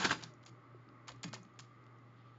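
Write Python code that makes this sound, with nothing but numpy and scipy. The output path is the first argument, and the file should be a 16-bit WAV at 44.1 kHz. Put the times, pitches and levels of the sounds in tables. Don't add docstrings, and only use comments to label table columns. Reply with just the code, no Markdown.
import sys
import numpy as np
from scipy import signal
from scipy.fft import rfft, irfft, next_fast_len
from scipy.io import wavfile
from scipy.ndimage import map_coordinates

SR = 44100
rng = np.random.default_rng(int(sys.argv[2]) if len(sys.argv) > 2 else 0)


def wav_record(signal):
    frames = np.transpose(np.atleast_2d(signal))
    bounded = np.clip(frames, -1, 1)
    quanta = np.round(bounded * 32767).astype(np.int16)
    wavfile.write(sys.argv[1], SR, quanta)


def gain_from_db(level_db):
    decades = np.asarray(level_db, float) / 20
    return 10 ** decades


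N = 105354

# [t/s, level/dB]
RATTLE = [(0, -34.5), (.04, -33.5), (.07, -35), (.085, -41), (.1, -36), (.14, -40.5), (.17, -52),
          (.26, -57.5), (.33, -77)]
# [t/s, level/dB, contact time/s]
BLOWS = [
    (0.0442, -34.5, 0.004),
    (.0475, -34.5, 0.0092),
    (.059, -44, 0.0035),
    (0.1073, -32.5, .004),
    (0.115, -35, 0.0027),
    (.126, -40.5, .004),
]
# [f/Hz, level/dB, t60/s: each fades by 60 dB in about 0.37 of it]
STEEL_TONES = [(312, -4, 0.45), (890, 15.5, 0.14), (1160, -17.5, 0.51), (1352, -12, 0.15), (1550, -4, 0.27),
               (2370, -13.5, 0.17), (2400, -1, 0.033), (2805, -15, 0.16), (2977, -17.5, 0.37),
               (3550, 7.5, 0.15), (3806, -20.5, 0.21), (4640, -13, 0.066), (4930, -7.5, 0.098),
               (6858, -22.5, 0.2)]
# [f/Hz, level per Hz/dB]
RATTLE_COLOUR = [(53, -33.5), (90, -3.5), (244, -6.5), (299, 0.5), (580, -12.5), (1570, 1), (2030, -7.5),
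                 (3350, -8), (7400, -13), (9620, -33.5), (16300, -120)]
# [t/s, length/s]
SLIP_TIMES = [(.225, .02), (.428, .01), (.4615, .007), (.474, .022), (1.073, .007), (1.0805, .013),
              (1.1, .01), (1.118, .004),
              (1.2315, .008), (1.24, .008), (1.25, .03), (1.28, .011), (1.33, .005), (1.3355, .005),
              (1.342, .014), (1.362, .03), (1.5905, .006), (1.6, .007), (1.62, .03)]
# [level/dB, brightness/dB per octave]
SLIP_SOUNDS = [(-47.5, -2.5), (-64, -4), (-50, -0.6), (-60, 1), (-55, -4), (-47, 1), (-50.5, -5.5),
               (-51.5, -2), (-41.5, 3), (-40, -0.5), (-56.5, -6), (-54, -1), (-44, 0.5), (-46.5, -4.5),
               (-46, 0), (-58.5, -6.5), (-46.5, 1.5), (-50, 2.5), (-64.5, -2.5)]
# [f/Hz, level per Hz/dB]
SLIP_COLOUR = [(290, -26), (500, 7), (2840, -1.5), (3360, -1), (3850, -2), (4770, -1.5), (5910, -4),
               (7400, -5), (9620, -31), (16300, -120)]
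# [t/s, peak level/dB,
# f/Hz, width/Hz]
TICKS = [(.017, -33, 1100, 600), (.031, -26, 3200, 900), (.052, -24, 4600, 900), (0.0548, -28.5, 1600, 600),
         (0.095, -27.5, 3200, 1500), (0.0479, -22.5, 1930, 1500), (.108, -19, 1550, 450),
         (0.1113, -26, 1500, 600), (.1165, -26, 3030, 2500), (.127, -25.5, 1260, 600),
         (0.2116, -43, 2980, 2530), (0.2364, -30.5, 4830, 2940), (.338, -54, 6000, 2500),
         (.437, -53, 3000, 3020), (.452, -56, 6340, 1500), (0.488, -61, 350, 250), (0.7465, -50, 398, 200),
         (0.889, -58.5, 4570, 1300), (.889, -62, 2800, 1500), (1.081, -38.5, 6440, 2500),
         (1.0831, -43.5, 2000, 900), (1.0862, -42.5, 1200, 400), (1.0885, -42.5, 980, 250),
         (1.11, -57.5, 550, 70), (1.089, -43.5, 3000, 700), (1.0905, -41, 4100, 1200),
         (1.093, -44, 1300, 900), (1.119, -50, 3800, 900), (1.161, -58, 6300, 1500),
         (1.2408, -33.5, 4870, 1200), (1.2415, -37, 700, 1200), (1.2472, -39.5, 2500, 3500),
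         (1.3357, -33.5, 810, 1300), (1.3625, -48.5, 900, 500), (1.3413, -29, 5130, 3000),
         (1.431, -52.5, 6600, 1100), (1.4515, -50, 2500, 5000), (1.538, -68, 6600, 1070),
         (1.562, -66, 4000, 3000), (1.596, -43, 1280, 900), (1.84, -60.5, 4800, 3500),
         (1.866, -52, 2500, 4000), (1.987, -64.5, 6000, 1800)]
THUD_TIMES = [0, .048, .05, .055, .108, .23, .486, .5, .58, .746, 1.1, 1.14, 1.2455, 1.2505, 1.281, 1.315,
              1.34, 1.37, 1.398, 1.445, 1.585, 1.602]
# [peak level/dB, f/Hz, t60/s, pitch sag/share of f]
THUD_SOUNDS = [(-38.5, 165, 0.22, .2), (-40, 161, 0.49, 0.19), (-40, 178, 0.22, .2), (-50, 120, 0.45, 0.16),
               (-39, 308, 0.27, 0.023), (-51, 148, 0.52, .2), (-47, 270, 0.051, 0.31),
               (-54.5, 170, .12, .1), (-63, 310, .1, .2), (-51.5, 290, .15, .35), (-68, 54, 0.88, .2),
               (-57, 265, .25, .05), (-37, 125, 0.23, 0.64), (-45, 270, 0.22, 0.12), (-48.5, 190, .1, .2),
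               (-46.5, 215, 0.16, 0.042), (-53.5, 370, 0.25, .02), (-52.5, 196, .12, .1),
               (-49, 175, 0.16, 0.041), (-52, 190, 0.11, .1), (-53.5, 280, .1, .02), (-47, 133, 0.073, .2)]
# [f/Hz, level/dB, t60/s]
LEVER_TONES = [(1080, -6, .18), (1780, -1, .2), (2137, -0.5, 0.35), (2482, -3, 0.43), (3350, -1, .25),
               (4640, -3, .1), (5265, -5, .1), (6700, 5, .12)]
# [t/s, level/dB]
LEVER_STRIKES = [
    (1.2405, -57),
    (1.3412, -67.5),
    (1.088, -67),
]
# [t/s, level/dB]
MOTOR_NEARNESS = [(0.3, -69), (1.28, -69.5), (1.58, -70.5), (2.01, -70), (2.23, -70.5), (2.39, -72.5)]
# [t/s, level/dB]
HUM_SWELL = [(0.2, -66), (0.23, -56.5), (0.36, -66), (0.4, -59.5), (0.49, -66), (0.52, -55.5),
             (0.63, -65.5), (0.78, -57.5), (0.8, -63), (1.06, -62), (1.2, -55.5), (1.24, -66), (1.29, -53),
             (1.52, -68.5), (1.61, -57), (1.69, -62.5), (2.36, -61), (2.39, -64)]
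# [f/Hz, rms level/dB]
WHINE_TONES = [(279.9, -75), (602.9, -78), (877.5, -82.5), (1093, -74), (1174, -71), (1250, -73.5),
               (1295, -77), (1362, -92.5), (1523, -83.5), (2008, -90)]
# [f/Hz, width/Hz, level/dB]
HOUSING = [(296, 193, 2.5), (582, 43, -8), (800, 66, -4.5), (1256, 366, -5), (2016, 380, -7.5)]
# [f/Hz, level per Hz/dB]
AIR_COLOUR = [(15, -75.5), (25, -37), (95, -21), (123, -12), (146, -13.5), (319, -24.5), (607, -28),
              (1180, -29.5), (1610, -30.5), (7400, -51), (9620, -98.5), (16300, -120)]
# [t/s, level/dB]
RUSTLE = [(1.05, -95), (1.12, -73.5), (1.4, -92), (1.7, -82.5), (2.05, -92), (2.22, -77.5), (2.39, -81.5)]
# [f/Hz, level per Hz/dB]
CLOTH_COLOUR = [(500, -20), (1800, -10), (3200, 0), (4800, -10), (7400, -26)]
# [f/Hz, t60/s]
ROOM_FADE = [(200, 0.65), (1500, 0.073), (4000, 0.28), (7000, 0.27)]
# [f/Hz, level/dB]
CAMERA_COLOUR = [(20, -2), (70, -0.5), (5000, -2), (6000, -6.5), (6900, 0), (7400, -5.5), (7700, -16.5),
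                 (8000, -42), (8250, -23.5), (8600, -9.5), (9300, -60.5), (10000, -110)]


def unit(x):
    return x / np.sqrt(np.mean(x ** 2) + 1e-20)


def along(points, hz):
    f, v = np.transpose(points)
    return np.interp(np.log(hz + 1), np.log(f + 1), v)


def curve(rows):
    s, v = np.transpose(rows)
    return np.interp(np.arange(N) / SR, s, v)


def wobble(rate):
    knots = rng.standard_normal(int(N * rate / SR) + 4)
    return map_coordinates(knots, [np.arange(N) * rate / SR])


def filtered(x, response):
    m = next_fast_len(len(x) + 8192)
    return irfft(rfft(x, m) * response(np.fft.rfftfreq(m, 1 / SR)), m)[:len(x)]


def coloured_noise(colour):
    return unit(filtered(rng.standard_normal(N), lambda f: gain_from_db(along(colour, f))))


def peak(f, hz, width):
    return 1j * f * width / (hz * hz - f * f + 1j * f * width)


def chatter(size, rate, spike_db):
    strengths = gain_from_db(spike_db * np.clip(rng.standard_normal(size + 1), -2, 2))
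    contact = (np.arange(size) * rate / SR).astype(int)
    return unit(strengths[contact] * rng.standard_normal(size))


def add(track, s, sound):
    part = track[round(s * SR):][:len(sound)]
    part += sound[:len(part)]


def room_air():
    return gain_from_db(-66.5) * coloured_noise(AIR_COLOUR)


def sleeve_rustle():
    level_db = curve(RUSTLE) + 1.5 * wobble(25)
    return gain_from_db(level_db) * coloured_noise(CLOTH_COLOUR)


def room_echo(x):
    out = np.zeros(N)
    step = SR // 10
    for start in range(0, N, step):
        hz, t, z = signal.stft(rng.standard_normal(SR // 2), SR, nperseg=256)
        fade = gain_from_db(-60 * t / along(ROOM_FADE, hz)[:, None])
        tail = signal.istft(z * fade, SR, nperseg=256)[1]
        echo = signal.fftconvolve(x[start:start + step], tail / np.linalg.norm(tail))
        add(out, start / SR + .004, echo)
    return out


def case_thuds():
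    attack_s, sag_s, roughness = .003, .035, .15
    out, t = np.zeros(N), np.arange(SR // 2) / SR
    for s, (db, hz, t60, sag) in zip(THUD_TIMES, THUD_SOUNDS):
        pitch = hz * (1 + sag * np.exp(-t / sag_s))
        tone = np.sin(2 * np.pi * np.cumsum(pitch) / SR)
        noise = rng.standard_normal(len(t))
        rough = unit(filtered(noise, lambda f: peak(f, 1.5 * hz, .8 * hz) ** 2))
        envelope = gain_from_db(db - 60 * t / t60) * (1 - np.exp(-t / attack_s))
        add(out, s, envelope * (tone + roughness * rough))
    return out


def lever():
    out, t = np.zeros(N), np.arange(SR // 2) / SR
    for s, db in LEVER_STRIKES:
        for hz, level, t60 in LEVER_TONES:
            envelope = gain_from_db(db + level + rng.normal(0, 1.5) - 60 * t / t60)
            add(out, s, envelope * np.sin(2 * np.pi * hz * t))
    return out


def ticks():
    grit_s, grit_level = .0015, .2
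    out, t = np.zeros(N), np.arange(SR // 20) / SR
    for s, db, hz, width in TICKS:
        grit = grit_level * rng.standard_normal(len(t)) * np.exp(-t / grit_s)
        crack = (t == 0) + grit
        sound = filtered(crack, lambda f: peak(f, hz, width) ** 2)
        add(out, s, gain_from_db(db) * sound / np.abs(sound).max())
    return out


def slips():
    release_s, sag_db = .004, 5
    out, t = np.zeros(N), np.arange(SR // 10) / SR
    for (s, length), (db, bright) in zip(SLIP_TIMES, SLIP_SOUNDS):
        def colour(f):
            tilt = ((f + 50) / 3000) ** (bright / 6)
            low_cut = (f / (f + 700)) ** 2
            return gain_from_db(along(SLIP_COLOUR, f)) * tilt * low_cut

        sound = filtered(chatter(len(t), 1500, 1.5), colour)
        sound /= np.std(sound[t < length])
        release = np.exp(-np.maximum(t - length, 0) / release_s)
        add(out, s, gain_from_db(db - sag_db * t / length) * sound * release)
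    return out


def motor():
    hum_hz, hum_drift_hz = 119.9, 0.59
    whine_width_hz, whine_sway_db = 22, 2.5
    whirr_db, whirr_pulse, whirr_patchy_db = -65.5, 0.28, 1
    pulse = np.sin(2 * np.pi * np.cumsum(hum_hz + hum_drift_hz * wobble(4.5)) / SR)
    hum = gain_from_db(curve(HUM_SWELL) + 3.5) * pulse

    whine = np.zeros(N)
    for hz, db in WHINE_TONES:
        level = gain_from_db(db + whine_sway_db * wobble(5.96))
        whine += level * unit(filtered(rng.standard_normal(N), lambda f: peak(f, hz, whine_width_hz)))

    def housing(f):
        return sum((-1) ** k * gain_from_db(db) * peak(f, hz, w) ** 2 for k, (hz, w, db) in enumerate(HOUSING))

    bearing = rng.standard_normal(N) * (1 + whirr_pulse * pulse) * gain_from_db(whirr_patchy_db * wobble(18))
    whirr = gain_from_db(whirr_db) * unit(filtered(bearing, housing))
    near_db = curve(MOTOR_NEARNESS)
    return hum + gain_from_db(near_db - near_db.mean()) * (whine + whirr)


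def start_up():
    rise_s, release_s = .001, .004
    t = np.arange(N) / SR

    def steel(f):
        return sum((-1) ** k * gain_from_db(db) * peak(f, hz, 6 / t60) * np.sqrt(t60)
                   for k, (hz, db, t60) in enumerate(STEEL_TONES))

    force = chatter(N, 900, 1.2)
    knocking = unit(filtered(force, lambda f: gain_from_db(along(RATTLE_COLOUR, f) - 40 * (f < 80))))
    push = gain_from_db(curve(RATTLE) - 2) * (t < RATTLE[-1][0])
    for s, db, contact in BLOWS:
        rise = np.clip((t - s) / rise_s, 0, 1)
        release = np.exp(-np.maximum(t - s - contact, 0) / release_s)
        push = push + gain_from_db(db) * rise * release
    steady_ring = np.std(filtered(force, steel))
    ring = filtered(push * force, steel) / steady_ring
    return push * knocking + gain_from_db(-9) * ring


def scene():
    hits = start_up() + slips() + ticks()
    echo = gain_from_db(-13.5) * room_echo(hits)
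    return (hits + echo + motor() + lever() + case_thuds() + sleeve_rustle() + room_air())[None]


def low_pass(x):
    return signal.sosfilt(signal.butter(12, 8820, fs=SR, output="sos"), x)


def record(dry):
    mix = filtered(dry[0], lambda f: gain_from_db(along(CAMERA_COLOUR, f)))[None]
    return low_pass(mix)


dry = scene()
out = record(dry)
wav_record(out)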